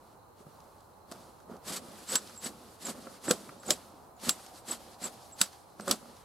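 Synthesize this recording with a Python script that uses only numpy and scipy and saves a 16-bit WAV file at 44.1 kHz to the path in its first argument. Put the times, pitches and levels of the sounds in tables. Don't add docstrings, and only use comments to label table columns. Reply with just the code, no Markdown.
import sys
import numpy as np
from scipy import signal
from scipy.fft import rfft, irfft
from scipy.io import wavfile
from scipy.ndimage import uniform_filter1d

SR = 44100
rng = np.random.default_rng(int(sys.argv[2]) if len(sys.argv) > 2 else 0)


def persist_wave(psi):
    counts = np.round(np.clip(psi, -1, 1) * 32767).astype(np.int16)
    wavfile.write(sys.argv[1], SR, np.atleast_2d(counts).T)


N = 275184
SIDES = np.array([[1], [-1]])


def undb(db):
    return 10 ** (np.asarray(db) / 20)


def peak(x):
    return x / np.abs(x).max()


def unit(x, lo_hz=0, hi_hz=SR / 2):
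    power = np.abs(rfft(x)) ** 2
    bins_per_hz = power.shape[-1] * 2 / SR
    in_band = power[..., int(lo_hz * bins_per_hz):int(hi_hz * bins_per_hz)].sum()
    band_share = in_band / power.sum()
    return x / np.sqrt(np.mean(x ** 2) * band_share)


def shaped(x, points):
    hz, db = np.transpose(points)
    grid_hz = np.maximum(np.arange(N // 2 + 1) * SR / N, 1)
    gain = undb(np.interp(np.log(grid_hz), np.log(hz), db))
    return irfft(rfft(x) * gain, N)


def band(x, hz, width_hz):
    b, a = signal.iirpeak(hz, hz / width_hz, SR)
    once = signal.lfilter(b, a, x)
    return signal.lfilter(b, a, once)


def walk(rate_hz):
    hold = max(int(SR / rate_hz), 1)
    steps = np.repeat(rng.standard_normal(N // hold + 1), hold)
    smooth = uniform_filter1d(uniform_filter1d(steps, hold), hold)
    return 1.61 * smooth[:N]


def grains(scatter_db, flicker_db, rate_hz):
    noise = rng.standard_normal(N)
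    size_db = scatter_db * np.minimum(rng.exponential(size=N), 5)
    cluster_db = flicker_db * walk(rate_hz)
    return noise * undb(size_db + cluster_db)


def add(out, s, sound, pan_db=0.):
    i = int(s * SR)
    panned = undb([[pan_db / 2], [-pan_db / 2]]) * sound
    out[:, i:i + sound.shape[-1]] += panned[:, :N - i]


def wide(make, side_db):
    return make() + undb(side_db) * make() * SIDES


def decay(t, t60):
    return np.exp(-np.log(1000) * t / max(t60, .005))


# pitch_hz, width_hz (of one filter pass), level_db
TUB_RESONANCES = [(210.5, 114, 1), (373.4, 157, -6.5), (538, 140, -3.5), (728, 250, -10.5),
                  (1202, 460, -12)]


def tub(x):
    total = 0
    for k, (hz, width_hz, db) in enumerate(TUB_RESONANCES):
        total = total + (-1) ** k * undb(db) * band(x, hz, width_hz)
    return total


# pitch_hz, relative level_db per Hz
AIR_COLOUR = [(15, -44), (25, -13.5), (87, 1.5), (206, -6.5), (516, -2.5), (677, -3.5), (863, 0),
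              (1260, -7), (1890, -24), (2760, -28), (4030, -32), (5730, -29.5), (11600, -26),
              (14800, -30.5), (16000, -33)]
# pitch_hz, side_minus_mid_db
AIR_APART = [(25, -38.5), (100, -5.5), (1000, -4.5), (4000, -1), (16000, 0)]


def air():
    def swelling_noise():
        return shaped(rng.standard_normal(N) * undb(.8 * walk(6)), AIR_COLOUR)

    mid, side = swelling_noise(), swelling_noise()
    both = mid + shaped(side, AIR_APART) * SIDES
    return unit(both) * undb(-56 + np.array([[-.8], [.8]]))


def twitter():
    def flecks():
        return unit(band(rng.standard_normal(N) * undb(2.3 * walk(70)), 4140, 530))

    return undb(-80) * wide(flecks, -5)


LEVEL_TIMES_S = np.arange(0, N / SR, .001)


def ramp(start, length, change_db, rise, fall):
    t = LEVEL_TIMES_S - start
    before = rise * np.minimum(t, 0)
    during = change_db * np.clip(t / length, 0, 1)
    after = fall * np.maximum(t - length, 0)
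    return before + during - after


BITE_DB_PER_S = 489
BOOM_SWING, BOOM_FADE_DB_PER_S = 1.38, 413
SHUFFLE_EDGE_DB_PER_S, RUMBLE_FADE_DB_PER_S = 300, 30
# close_s (blades close), squeeze_s (time before that), crush_db (as they close),
# build_db (change over the squeeze), release_db_per_s, boom_db (tub, as they close)
STROKES = [(1.115, 0.022, -65, 5, 400, -61), (1.774, 0.093, -44.5, -0.5, 600, -46.5),
           (2.15, 0.056, -37, 8, 448, -39.5), (2.464, 0.029, -40.5, 6.5, 507, -41.5),
           (2.901, 0.078, -43.5, 9, 450, -41.5), (3.313, 0.071, -39, 13.5, 450, -32),
           (3.711, 0.082, -40.5, 24, 402, -33), (4.293, 0.067, -39.5, 10.5, 455, -41),
           (4.734, 0.044, -44, 1, 409, -45), (5.069, 0.04, -43.5, 3, 502, -43.5),
           (5.418, 0.021, -39, 11, 350, -46.5), (5.913, 0.032, -40.5, 6.5, 353, -31.5)]
# start_s, length_s, rustle_db, change_db (by the end), rumble_db (tub)
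SHUFFLES = [(0.0, 0.13, -76.5, 3.5, -66), (0.393, .03, -69.5, -1, -65), (.47, 0.38, -72.5, -3.5, -66),
            (.9, 0.11, -76, -4, -68), (1.128, 0.17, -62, -6.5, -54.5), (1.32, 0.11, -74, -.7, -71),
            (1.512, 0.044, -67, -3, -48), (1.823, 0.21, -62, 5.5, -51), (2.207, 0.16, -57.5, -1.5, -55.5),
            (2.507, 0.25, -65, 2.5, -54.5), (2.959, 0.21, -59.5, -1.5, -50), (3.358, 0.24, -56, -10.5, -50),
            (3.758, 0.33, -59, -18, -57), (4.335, 0.16, -56.5, -3.5, -58), (4.543, 0.038, -60.5, 3.5, -59),
            (4.805, 0.14, -60, -3, -57), (5.13, 0.18, -61.5, -3, -63), (5.458, 0.035, -63, -4, -73),
            (5.533, 0.025, -61, -3, -70), (5.58, 0.19, -67.5, -6.5, -73), (5.811, .05, -60.5, -5, -51.5),
            (5.983, 0.23, -63, -2, -59.5)]


def effort():
    work = boom = 1e-12
    for close, squeeze, crush_db, build_db, release, boom_db in STROKES:
        start = close - squeeze
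        crush_shape = ramp(start, squeeze, build_db, BITE_DB_PER_S, release)
        work = work + undb(2 * (crush_db - build_db + crush_shape))
        swing_db = BOOM_SWING * build_db
        boom_shape = ramp(start, squeeze, swing_db, BOOM_SWING * BITE_DB_PER_S, BOOM_FADE_DB_PER_S)
        boom = boom + undb(2 * (boom_db - swing_db + boom_shape))
    edge = SHUFFLE_EDGE_DB_PER_S
    for start, length, rustle_db, change_db, rumble_db in SHUFFLES:
        work = work + undb(2 * (rustle_db + ramp(start, length, change_db, edge, edge)))
        fade_db = -RUMBLE_FADE_DB_PER_S * length
        boom = boom + undb(2 * (rumble_db + ramp(start, length, fade_db, edge, edge)))
    times = np.arange(N) / SR
    return [np.interp(times, LEVEL_TIMES_S, 10 * np.log10(power)) for power in (work, boom)]


FIBRE_BAND_HZ, TUB_BAND_HZ = (2000, 6500), (130, 700)
# pitch_hz, relative level_db per Hz
CRUSH_COLOUR = [(410, -33), (700, -3.5), (1380, -3), (2460, -7.5), (4610, -2.5), (5920, -6), (7890, -3),
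                (12300, -9.5), (14800, -19.5), (16000, -44)]
# pitch_hz, relative level_db
RUSTLE_COLOUR = [(880, -5), (1500, -0.5), (2510, -4), (4500, 0.5), (5880, -3.5), (11000, -5), (13100, -9),
                 (15200, -22), (16000, -40)]
# pitch_hz, hum level_db, hum t60_s (time to fall 60 dB)
BLADE_MODES = [(7085, -7, .06), (7660, 0, .09), (7820, -3, .08), (8190, -10, .06)]


def hands():
    work_db, boom_db = effort()
    hard = np.clip((work_db + 62.5) / 12, 0, 1)

    def crushing():
        return unit(shaped(grains(2.1, 1.58, 150), CRUSH_COLOUR), *FIBRE_BAND_HZ)

    def rustling():
        patches = sum(band(grains(2.5, 1.6, 40), hz, .9 * hz) for hz in (1500, 2800, 5000, 9000, 14000))
        return unit(shaped(patches, RUSTLE_COLOUR), *FIBRE_BAND_HZ)

    def stirring():
        return unit(tub(grains(2.0, 1.2, 90)), *TUB_BAND_HZ)

    crush = wide(crushing, -9.5)
    push = crush * hard * undb(work_db)
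    hum = sum(undb(db) * band(push, hz, 9.9 / t60) for hz, db, t60 in BLADE_MODES)
    rustle = wide(rustling, -7)
    boom = wide(stirring, -12.5) * undb([[-.9], [.9]])
    fibres = np.sqrt(hard) * crush + np.sqrt(1 - hard) * rustle
    return undb(work_db) * fibres + undb(5.5) * hum + undb(boom_db) * boom


# start_s, level_db (peak before panning), pitch_hz
KNOCKS = [(0.402, -47, 410), (0.465, -42.5, 148), (1.116, -36, 684), (1.496, -37.5, 438), (1.514, -40, 235),
          (1.537, -42, 420), (2.119, -31, 518), (2.462, -36.5, 226), (2.884, -31.5, 262), (2.993, -42, 220),
          (3.068, -35.5, 527), (3.281, -20, 342), (3.307, -15, 501), (3.488, -47, 136), (3.688, -30, 510),
          (3.705, -23, 599), (3.937, -44.5, 294), (4.233, -36.5, 245), (4.269, -32, 223), (4.281, -24, 205),
          (4.679, -40, 220), (5.409, -32.5, 190), (5.7974, -30, 212), (5.877, -22, 570), (5.901, -25, 221),
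          (6.027, -44, 226), (6.057, -44, 230), (6.095, -44, 228)]


def knocks():
    out, t = np.zeros((2, N)), np.arange(int(.2 * SR)) / SR
    for s, db, hz in KNOCKS:
        blow = rng.standard_normal(len(t)) * decay(t, 0.011)
        t60 = 7.9 / hz + .05
        wall = np.sin(2 * np.pi * hz * t) * (1 - np.exp(-t / 0.002)) * decay(t, t60)
        hollow = undb(0.5) * peak(tub(blow))
        thud = undb(-19.5) * peak(band(blow, 690, 900))
        add(out, s, undb(db) * peak(wall + hollow + thud), -2.0)
    return out


# start_s (0.94 ms is added), level_db (peak of the middle band
# before panning), treble_db and body_db (peaks against the middle band)
SNAPS = [(0.602, -52, -16, -9), (0.8041, -55, -17, -9), (1.113, -39, 0, -17), (1.12, -34, -30, -4.5),
         (1.4012, -51, -18, -4), (1.565, -50, -17, -2), (1.882, -49, 4, -12), (2.154, -10.5, -10, -14.5),
         (2.2726, -36.5, -25, -19), (2.2944, -41.5, -19, -2.5), (3.0691, -47, -14, 8),
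         (3.3089, -10, -3.5, -10), (3.4906, -51.5, -7, 15), (3.631, -43, -12, 0.5), (3.7047, -7.5, -8, -49),
         (4.1975, -47, -12, -15), (4.2917, -8.5, -1.5, -13), (4.388, -50.5, -9, 5),
         (4.4622, -38, -27.5, -21), (4.557, -47, -12, -16), (5.3123, -55, -23, -8), (5.4126, -8, -1.5, -11),
         (5.5288, -45, -21, -4), (5.7967, -44, -18, 2), (5.8067, -38, -19, -18), (5.8779, -25.5, -3, -0.5),
         (5.91, -10, -5, -14.5), (6.166, -46.5, -25, -12)]


def snaps():
    out, t = np.zeros((2, N)), np.arange(int(.1 * SR)) / SR
    scatter = undb(-18.5) * decay(t, 0.12)
    shape = (1 - np.exp(-t / 0.00035)) * (decay(t, 0.018) + scatter)
    for s, db, treble_db, body_db in SNAPS:
        shared, apart = rng.standard_normal((2, len(t))) * shape
        apart = apart * SIDES
        crack = peak(band(shared + undb(-10.5) * apart, 4770, 5440))
        treble = peak(band(shared + undb(-3.5) * apart, 7850, 5200))
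        treble = undb(treble_db) * treble * undb([[-.8], [.8]])
        body = undb(body_db) * peak(band(shared + undb(-19) * apart, 1300, 620))
        add(out, s + 0.00094, undb(db) * (crack + treble + body), -.6)
    return out


PING_T60_S, OPEN_PING_T60_S = 0.051, 0.11
# start_s, level_db (peak before panning), pitch_hz (favours nearby modes)
PINGS = [(2.087, -37, 7540), (2.0956, -34, 7970), (2.1176, -25, 7930), (2.156, -19, 7570),
         (2.1674, -26, 7860), (2.358, -48, 7500), (2.375, -37.5, 7430), (2.4423, -29, 7980),
         (2.466, -41, 8000), (2.851, -31.5, 7620), (2.866, -34, 7090), (3.2867, -24, 7970),
         (3.305, -25, 7900), (3.3135, -26.5, 7920), (3.345, -50, 7800), (3.5982, -49, 7600),
         (3.6616, -39, 8000), (3.68, -33.5, 7090), (3.704, -20, 7390), (3.716, -31, 7090),
         (3.7214, -28, 7700), (4.163, -62, 7090), (4.2942, -27, 7500), (4.3044, -25, 7400),
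         (4.59, -59, 8200), (4.6838, -38, 7600), (4.7102, -24, 7930), (5.0386, -26.5, 7780),
         (5.052, -29, 7600), (5.321, -44.5, 7430), (5.406, -27, 7700), (5.4131, -20, 7770),
         (5.432, -32, 7900), (5.813, -49, 8200), (5.886, -30.5, 7820), (5.9174, -30, 7800)]


def pings():
    out, t = np.zeros((2, N)), np.arange(int(.15 * SR)) / SR
    lead = 0.46 * np.array([[.5], [-.5]])
    for s, db, rub_hz in PINGS:
        cutting = any(close - squeeze - .02 < s < close + .02 for close, squeeze, *_ in STROKES)
        t60 = PING_T60_S if cutting else OPEN_PING_T60_S
        ring = 0
        for mode_hz, _, _ in BLADE_MODES:
            nearness = np.exp(-((mode_hz - rub_hz) / 170) ** 2)
            phase = rng.uniform(0, 2 * np.pi)
            ring = ring + nearness * np.sin(2 * np.pi * mode_hz * t + phase + lead)
        wobble = unit(uniform_filter1d(rng.standard_normal(len(t)), size=150))
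        grip = undb(2.03 * wobble)
        swell = (1 - np.exp(-t / 0.0016)) * decay(t, t60)
        add(out, s, undb(db) * peak(swell * grip * ring), -2.2)
    return out


def murmur():
    def tyres():
        return unit(band(rng.standard_normal(N), 740, 250))

    swell = np.exp(-((np.arange(N) / SR - 4.8) / 1.1) ** 2)
    return undb(-59.5) * swell * wide(tyres, -17)


def scene():
    return air() + twitter() + hands() + knocks() + snaps() + pings() + murmur()


def record(dry):
    low_pass = signal.ellip(10, .2, 70, 15900, fs=SR, output="sos")
    return signal.sosfilt(low_pass, dry)


dry = scene()
out = record(dry)
persist_wave(out)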